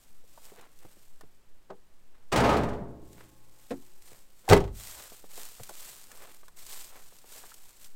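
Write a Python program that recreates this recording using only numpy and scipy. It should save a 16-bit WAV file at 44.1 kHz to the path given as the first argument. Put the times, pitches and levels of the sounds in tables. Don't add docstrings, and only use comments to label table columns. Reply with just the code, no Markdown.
import sys
import numpy as np
from scipy import signal
from scipy.fft import rfft, irfft, next_fast_len
from scipy.io import wavfile

SR = 44100
rng = np.random.default_rng(int(sys.argv[2]) if len(sys.argv) > 2 else 0)


def store_wav(level_fs):
    pcm = np.round(np.clip(np.atleast_2d(level_fs), -1, 1) * 32767)
    wavfile.write(sys.argv[1], SR, pcm.T.astype(np.int16))


N = 350595


# start_s, panel_db, clack_db
BONNET_BLOWS = [(2.318, -29.5, -31), (2.323, -22.5, -22.5), (2.358, -21.5, -20), (2.374, -23.5, -23.5),
                (2.401, -27.5, -25.5), (2.437, -19.5, -44), (2.490, -23.5, -30.5), (2.499, -25, -44),
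                (2.530, -32, -41)]
# pitch_hz, level_db, fade_s
BONNET_MODES = [(64.03, -15.5, 1.4), (118.4, -16, 2.15), (182.2, -21.5, 1.5), (229.5, -15.5, 0.99),
                (301.5, -23.5, 1.4), (328, -24, 1.9), (418, -17, 1.15), (503, -25.5, 1.4),
                (585, -18.5, 0.92), (683, -17.5, 1.0), (888, -17.5, 0.61), (1244, -10.5, 0.39)]
# pitch_hz, density_db, fade_s
BONNET_NOISE = [(24.3, -14.5, 2.1), (60, -5.5, 0.72), (112, -0.5, 1.08), (320, -3.5, 1.25), (480, 0, 0.8),
                (844, -3, 0.73), (1220, -7, 0.67), (1966, -12, 0.47), (3980, -21.5, 0.36),
                (7700, -34, 0.49), (15230, -44.5, 0.42)]
# start_s, level_db
SPRING_RELEASE = [(2.325, -57)]
# pitch_hz, level_db, fade_s
SPRING_MODES = [(530, -6, 5.7), (854, -6, 6), (1080, -3, 3.9)]

def bonnet_pop():
    rattle = rebounds(start_s=2.567, gap_s=.065, shrink=.83, panel_db=-33, clack_db=-31.5, loss_db=5.5)
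    blows = BONNET_BLOWS + rattle
    panel = struck(blows, BONNET_MODES, BONNET_NOISE, noise_db=-1.5, rise_s=.0015, clack_rise_s=.0034)
    return panel + rung(SPRING_RELEASE, SPRING_MODES)


# start_s, panel_db, clack_db
DOOR_BLOWS = [(4.4885, -33, -26.5), (4.497, -26, -20), (4.510, -17, -27), (4.522, -14, -25.5),
              (4.5295, -17, -23), (4.541, -33.5, -35.5)]
# pitch_hz, level_db, fade_s
DOOR_MODES = [(173.8, -2.5, .26), (309, -8.5, 0.16), (396, -8.5, 0.31), (423.6, 4.5, 0.091),
              (513.6, -6, 0.071), (637, -7.5, 0.18), (747, -9, 0.23), (860, -9, 0.26), (925, -14.5, .19),
              (1125, -11, .13), (1268, -11, .15), (1496, -18, 0.14), (1654, -23, 0.18), (2000, -19.5, 0.15),
              (2570, -22.5, .15), (3190, -24, .14)]
# pitch_hz, density_db, fade_s
DOOR_NOISE = [(24.8, -9.5, 0.93), (55, -9, 1), (110.1, -3.5, 0.52), (250, -3, 0.31), (420, 5, 0.23),
              (746, -2, 0.24), (1200, -7.5, 0.14), (2174, -11.5, 0.12), (5000, -24, 0.17),
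              (9000, -37, 0.17), (16000, -35.5, .12)]
# start_s, level_db
CABIN_PUSHES = [(4.4945, -27), (4.5048, -12), (4.535, -30.5), (4.642, -30.5)]
# pitch_hz, level_db, fade_s
CABIN_MODES = [(43, -8, 0.46), (71.7, -4.5, 0.088), (98.9, 5, 0.13), (116.9, -3.5, 0.2)]

def door_slam():
    shudder = rebounds(start_s=4.565, gap_s=.0372, shrink=.99, panel_db=-29.5, clack_db=-33.5, loss_db=7)
    blows = DOOR_BLOWS + shudder
    panel = struck(blows, DOOR_MODES, DOOR_NOISE, noise_db=0, rise_s=.00077, clack_rise_s=.001)
    return panel + rung(CABIN_PUSHES, CABIN_MODES)


# start_s, level_db
STRIKER_RUBS = [(4.4795, -23.5), (4.4895, -25.5), (4.5115, -21.5)]
# pitch_hz, level_db, fade_s
STRIKER_MODES = [(767, 0, 0.084), (883, -13, 0.082), (1020, -8, 0.039), (1680, -17.5, .05)]
# start_s, level_db
LATCH_SLIDES = [(4.478, -48.5), (4.4888, -32)]
# pitch_hz, density_db, fade_s
RASP_NOISE = [(1500, -11, .07), (4015, 1, .08), (8100, -1.5, .08), (15480, -3, .08)]
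# start_s, level_db
JAW_SNAPS = [(4.5055, -20.5), (4.5228, -18), (4.5329, -11.5), (4.5352, -11.5), (4.5655, -28), (4.577, -26)]
# pitch_hz, density_db, fade_s
JAW_NOISE = [(200, -3.5, .012), (900, 6.5, 0.013), (2020, -3.5, 0.016), (3500, -14.5, 0.013),
             (6130, -10.5, 0.0052), (9000, -16.5, 0.0077), (16000, -23.5, 0.0088)]

def door_latch():
    ringing = rung(STRIKER_RUBS, STRIKER_MODES)
    return ringing + bursts(LATCH_SLIDES, RASP_NOISE) + bursts(JAW_SNAPS, JAW_NOISE)


# start_s, panel_db, clack_db
STAY_BLOWS = [(3.7062, -37, -43), (3.7102, -31, -46.5), (3.719, -47, -49)]
# pitch_hz, level_db, fade_s
STAY_MODES = [(221.5, -11, 0.15), (270, -0.5, 0.2), (363, -28, 2.0), (390, -13, 0.18), (489, 4, 0.069),
              (532, 0.5, 0.074), (703, -1, 0.06), (1070, -10, 0.078)]
# pitch_hz, density_db, fade_s
STAY_NOISE = [(80, -12, 0.33), (250, 1.5, 0.25), (550, 10, 0.062), (1010, -13.5, 0.13), (2420, -14, 0.073),
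              (5000, -39, .07), (16000, -33, .05)]

def door_stay():
    return struck(STAY_BLOWS, STAY_MODES, STAY_NOISE, noise_db=3.5, rise_s=.0012, clack_rise_s=.00042)


# start_s, panel_db, clack_db
LEVER_BLOWS = [(1.6965, -58, -70), (1.7012, -43.5, -68), (1.7035, -39.5, -67)]
# pitch_hz, level_db, fade_s
LEVER_MODES = [(190, -6, 0.21), (386, -7, 0.15), (495, -14, 0.22), (650, -16, .1), (854, -12, 0.098),
               (1260, -13, 0.068)]
# pitch_hz, density_db, fade_s
LEVER_NOISE = [(80, -20, 0.22), (300, -14, 0.19), (556, 5, 0.053), (1090, -13, 0.12), (2000, -24, 0.06),
               (5000, -31.5, 0.035), (16000, -67, .05)]

def release_lever():
    clunk = struck(LEVER_BLOWS, LEVER_MODES, LEVER_NOISE, noise_db=4, rise_s=.00064, clack_rise_s=.0005)
    return amp(1.5) * clunk


# start_s, level_db, pitch_hz
KNOCKS = [(.239, -55, 455), (.3755, -41.5, 900), (.518, -41, 520), (.534, -48, 696), (.58, -45, 480),
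          (.849, -39.5, 480), (.967, -47, 434), (1.2095, -40.5, 1150), (1.234, -43.5, 523),
          (4.116, -48, 500), (5.12, -39.5, 608), (5.24, -40.5, 500), (5.378, -37, 650), (5.597, -32.5, 596),
          (5.692, -33, 895), (5.708, -40, 675), (6.114, -43, 1620), (6.431, -44.5, 1010),
          (6.481, -44.5, 1140), (7.121, -48, 900), (7.241, -45, 710), (7.436, -40, 1180),
          (7.517, -43.5, 1500)]
# pitch_hz, level_db, fade_s
KNOCK_MODES = [(195, -1, 0.21), (453, -2.5, 0.049), (700, -4.5, 0.036), (1100, -4.5, 0.029),
               (1420, -4.5, 0.028), (1740, -3, 0.033), (2700, -8, 0.022)]

def knocks(twig_knocks):
    out = np.zeros(N)
    hz, mode_db, fade_s = np.transpose(KNOCK_MODES)
    for start_s, level_db, pitch_hz in KNOCKS + twig_knocks:
        octaves = np.log2(hz / pitch_hz)
        shaped_db = mode_db - 14.5 * abs(octaves) - 8.5 * np.maximum(octaves - .5, 0)
        detuned_hz = hz * (1 + .044 * rng.standard_normal(len(hz)))
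        tone = ring(np.transpose([detuned_hz, shaped_db, fade_s]), rise_s=.0014)
        scuff = [(pitch_hz / 8, -22, .05), (pitch_hz / 2, -4, .05), (pitch_hz, 0, .05),
                 (pitch_hz * 2, -13, .04), (pitch_hz * 16, -40, .03)]
        add(out, start_s, amp(level_db) * tone)
        add(out, start_s, amp(level_db - 6) * fade_in(noise_burst(scuff), rise_s=.00075))
    return out


def twigs(crush, count=24, above_crush_db=9, usual_hz=900):
    rows = []
    for when, pitch in rng.random((count, 2)):
        crush_db = 20 * np.log10(crush[int(when * N)] + 1e-9)
        rows.append((when * N / SR, crush_db + above_crush_db, usual_hz * 2 ** (2 * pitch - 1)))
    return rows


# start_s, level_db
THUDS = [(.59, -62), (.853, -54.5), (1.24, -60), (4.12, -52.5), (5.599, -43)]
# pitch_hz, density_db, fade_s
THUD_NOISE = [(30, -23, .1), (130, 8, 0.1), (405, -28, 0.12), (1000, -30, .03), (4000, -50, .02)]
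# start_s, level_db
STALK_SNAPS = [(.6114, -46), (.789, -48), (1.2095, -44.5), (3.1303, -44.5), (4.0218, -44.5), (4.8718, -33),
               (5.6341, -32.5), (5.6935, -37), (6.1164, -39), (6.4817, -42.5), (6.6653, -35), (7.1857, -43),
               (7.5418, -39), (7.8444, -39)]
# pitch_hz, density_db, fade_s
STALK_NOISE = [(500, -14.5, 0.029), (2500, -5, 0.034), (8450, 0.5, 0.029), (16000, -9, 0.036)]

def boots():
    return bursts(THUDS, THUD_NOISE) + amp(-6) * bursts(STALK_SNAPS, STALK_NOISE)


# start_s, rise_s, level_db
STRIDES = [(-.14, 0.17, -66), (.2, 0.2, -62.5), (.425, 0.029, -55.5), (.67, .22, -65), (1.01, .018, -63.5),
           (2.98, .19, -64), (3.38, 0.34, -63), (4.0, 0.087, -57.5), (4.24, .2, -64.5), (4.705, 0.18, -47),
           (5.28, 0.12, -47), (5.561, 0.19, -52.5), (5.73, 0.12, -49.5), (6.03, 0.16, -56.5),
           (6.552, 0.055, -51), (6.635, .1, -46), (6.84, 0.2, -58), (7.22, .15, -51.5), (7.55, 0.16, -61),
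           (7.78, 0.052, -57)]
# start_s, level_db
TREADS = [(.41, -61.5), (.545, -56.5), (.79, -63.5), (2.11, -69.5), (3.15, -60.5), (4.07, -63.5),
          (4.42, -61.5), (4.94, -54.5), (5.36, -58), (6.075, -58), (6.181, -54.5), (6.89, -55.5),
          (7.33, -60)]

def walking(bend_db=-12.5, breeze_stir_db=-77):
    t = np.arange(0, N / SR, .002)
    legs = sum((amp(db) * sweep(t, start_s, rise_s)) ** 2 for start_s, rise_s, db in STRIDES)
    soles = sum((amp(db) * sweep(t, start_s, rise_s=.053)) ** 2 for start_s, db in TREADS)
    swish_power = legs + amp(breeze_stir_db) ** 2
    crush_power = soles + legs * amp(bend_db) ** 2
    return [np.interp(np.arange(N) / SR, t, np.sqrt(power)) for power in (swish_power, crush_power)]


def sweep(t, start_s, rise_s):
    progress = np.maximum(t - start_s, 0) / rise_s
    speed = progress * np.exp(1 - progress)
    return speed ** 1.71


# pitch_hz, density_db
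SWISH_NOISE = [(200, -21), (1000, -6), (2500, -4.5), (4000, -2.5), (6200, -3), (8000, 2), (10700, -5.5),
               (13600, -0.5), (16000, -7.5)]
# pitch_hz, density_db
CRUSH_NOISE = [(60, -13.5), (200, -5), (500, 1.5), (1200, -1), (2200, -5.5), (4000, -13), (10000, -36)]

def grass(swish, crush, flutter_hz=130, flutter_db=1.83):
    blades = grains(SWISH_NOISE, per_second=32000, spread_db=2.4)
    stems = amp(-7.5) * grains(STALK_NOISE, per_second=240, spread_db=1.5)
    soles = grains(CRUSH_NOISE, per_second=4000, spread_db=3)
    jitter = rng.standard_normal(4000)
    flutter = np.interp(np.arange(N) / SR * flutter_hz, np.arange(len(jitter)), jitter)
    return amp(flutter_db * flutter) * (swish * (blades + stems) + crush * soles)


# pitch_hz, density_db
AIR_NOISE = [(20, -2.5), (36, -8.5), (60, -15), (134, -17.5), (400, -22), (825, -26), (2500, -32),
             (8000, -40.5), (16000, -46)]

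def air(hush_db=-64, breeze_db=-44.5, gust_hz=3.84):
    gusts = signal.sosfilt(signal.butter(3, gust_hz, fs=SR, output="sos"), rng.standard_normal(N))
    hush = colour(rng.standard_normal(N), AIR_NOISE)
    return amp(hush_db) * hush + amp(breeze_db) * unit(gusts)


# pitch_hz, density_db, fade_s
CLACK_NOISE = [(100, -23.5, .05), (600, -8, 0.038), (1850, 4.5, 0.054), (3000, 3.5, 0.039),
               (5000, -3.5, 0.073), (8500, -6.5, 0.059), (10920, -17.5, 0.077), (16070, -16, .06)]

def struck(blows, modes, noise_table, noise_db, rise_s, clack_rise_s):
    out, tone = np.zeros(N), ring(modes)
    for start_s, panel_db, clack_db in blows:
        weak_modes = fade_in(noise_burst(noise_table), rise_s)
        clack = fade_in(noise_burst(CLACK_NOISE), clack_rise_s)
        add(out, start_s, amp(panel_db) * tone)
        add(out, start_s, amp(panel_db + noise_db) * weak_modes)
        add(out, start_s, amp(clack_db) * clack)
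    return out


def rebounds(start_s, gap_s, shrink, panel_db, clack_db, loss_db, count=4):
    bounce = np.arange(count)
    gaps_s = gap_s * shrink ** bounce
    starts_s = start_s + np.cumsum(gaps_s) - gaps_s
    return list(zip(starts_s, panel_db - loss_db * bounce, clack_db - loss_db * bounce))


def ring(modes, rise_s=.00096):
    length_s = min(max(fade_s for _, _, fade_s in modes), 2.2)
    t = np.arange(int(SR * length_s)) / SR
    tone = sum((-1) ** k * amp(db) * np.sin(2 * np.pi * hz * t) * amp(-60 * t / fade_s)
               for k, (hz, db, fade_s) in enumerate(modes))
    return fade_in(tone, rise_s)


def rung(events, modes):
    out, tone = np.zeros(N), ring(modes)
    for start_s, level_db in events:
        add(out, start_s, amp(level_db) * tone)
    return out


def noise_burst(table, bands=12):
    hz, _, fade_s = np.transpose(table)
    length = 2 ** int(np.ceil(np.log2(fade_s.max() * SR)))
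    noise = rng.standard_normal(2 ** 16)[:length]
    t = np.arange(len(noise)) / SR
    spectrum = rfft(colour(noise, table))
    centres_hz = np.geomspace(hz[0], hz[-1], bands)
    band_position = along(np.fft.rfftfreq(len(t), 1 / SR), centres_hz, np.arange(bands))
    out = np.zeros(len(t))
    for k, centre_hz in enumerate(centres_hz):
        band = irfft(spectrum * np.maximum(1 - abs(band_position - k), 0))
        out += band * amp(-60 * t / along(centre_hz, hz, fade_s))
    return out


def bursts(events, table):
    out = np.zeros(N)
    for start_s, level_db in events:
        add(out, start_s, amp(level_db) * noise_burst(table))
    return out


def grains(table, per_second, spread_db):
    clicks = (rng.random(N) < per_second / SR) * rng.standard_normal(N)
    boost_db = spread_db * np.minimum(rng.exponential(size=N), 5)
    return colour(clicks * amp(boost_db), table)


def colour(sound, table):
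    hz, db = np.transpose(table)[:2]
    size = next_fast_len(len(sound))
    gain = amp(along(np.fft.rfftfreq(size, 1 / SR), hz, db))
    return unit(irfft(rfft(sound, size) * gain, size)[:len(sound)])


def fade_in(sound, rise_s):
    return sound * (1 - np.exp(-np.arange(len(sound)) / (SR * rise_s)))


def along(hz, points_hz, values):
    return np.interp(np.log(np.maximum(hz, 1)), np.log(points_hz), values)


def add(out, start_s, sound):
    start = max(int(start_s * SR), 0)
    out[start:start + len(sound)] += sound[:N - start]


def amp(db):
    return 10 ** (np.asarray(db) / 20)


def unit(sound):
    return sound / np.sqrt(np.mean(sound ** 2))


def scene():
    car = release_lever() + bonnet_pop() + door_stay() + door_slam() + door_latch()
    swish, crush = walking()
    steps = knocks(twigs(crush)) + boots() + grass(swish, crush)
    return (car + steps + air())[None]


def record(dry, ceiling=.85, top_hz=15850):
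    rounded = dry / (1 + (dry / ceiling) ** 6) ** (1 / 6)
    return signal.sosfilt(signal.ellip(10, .2, 70, top_hz, fs=SR, output="sos"), rounded)


dry = scene()
out = record(dry)
store_wav(out)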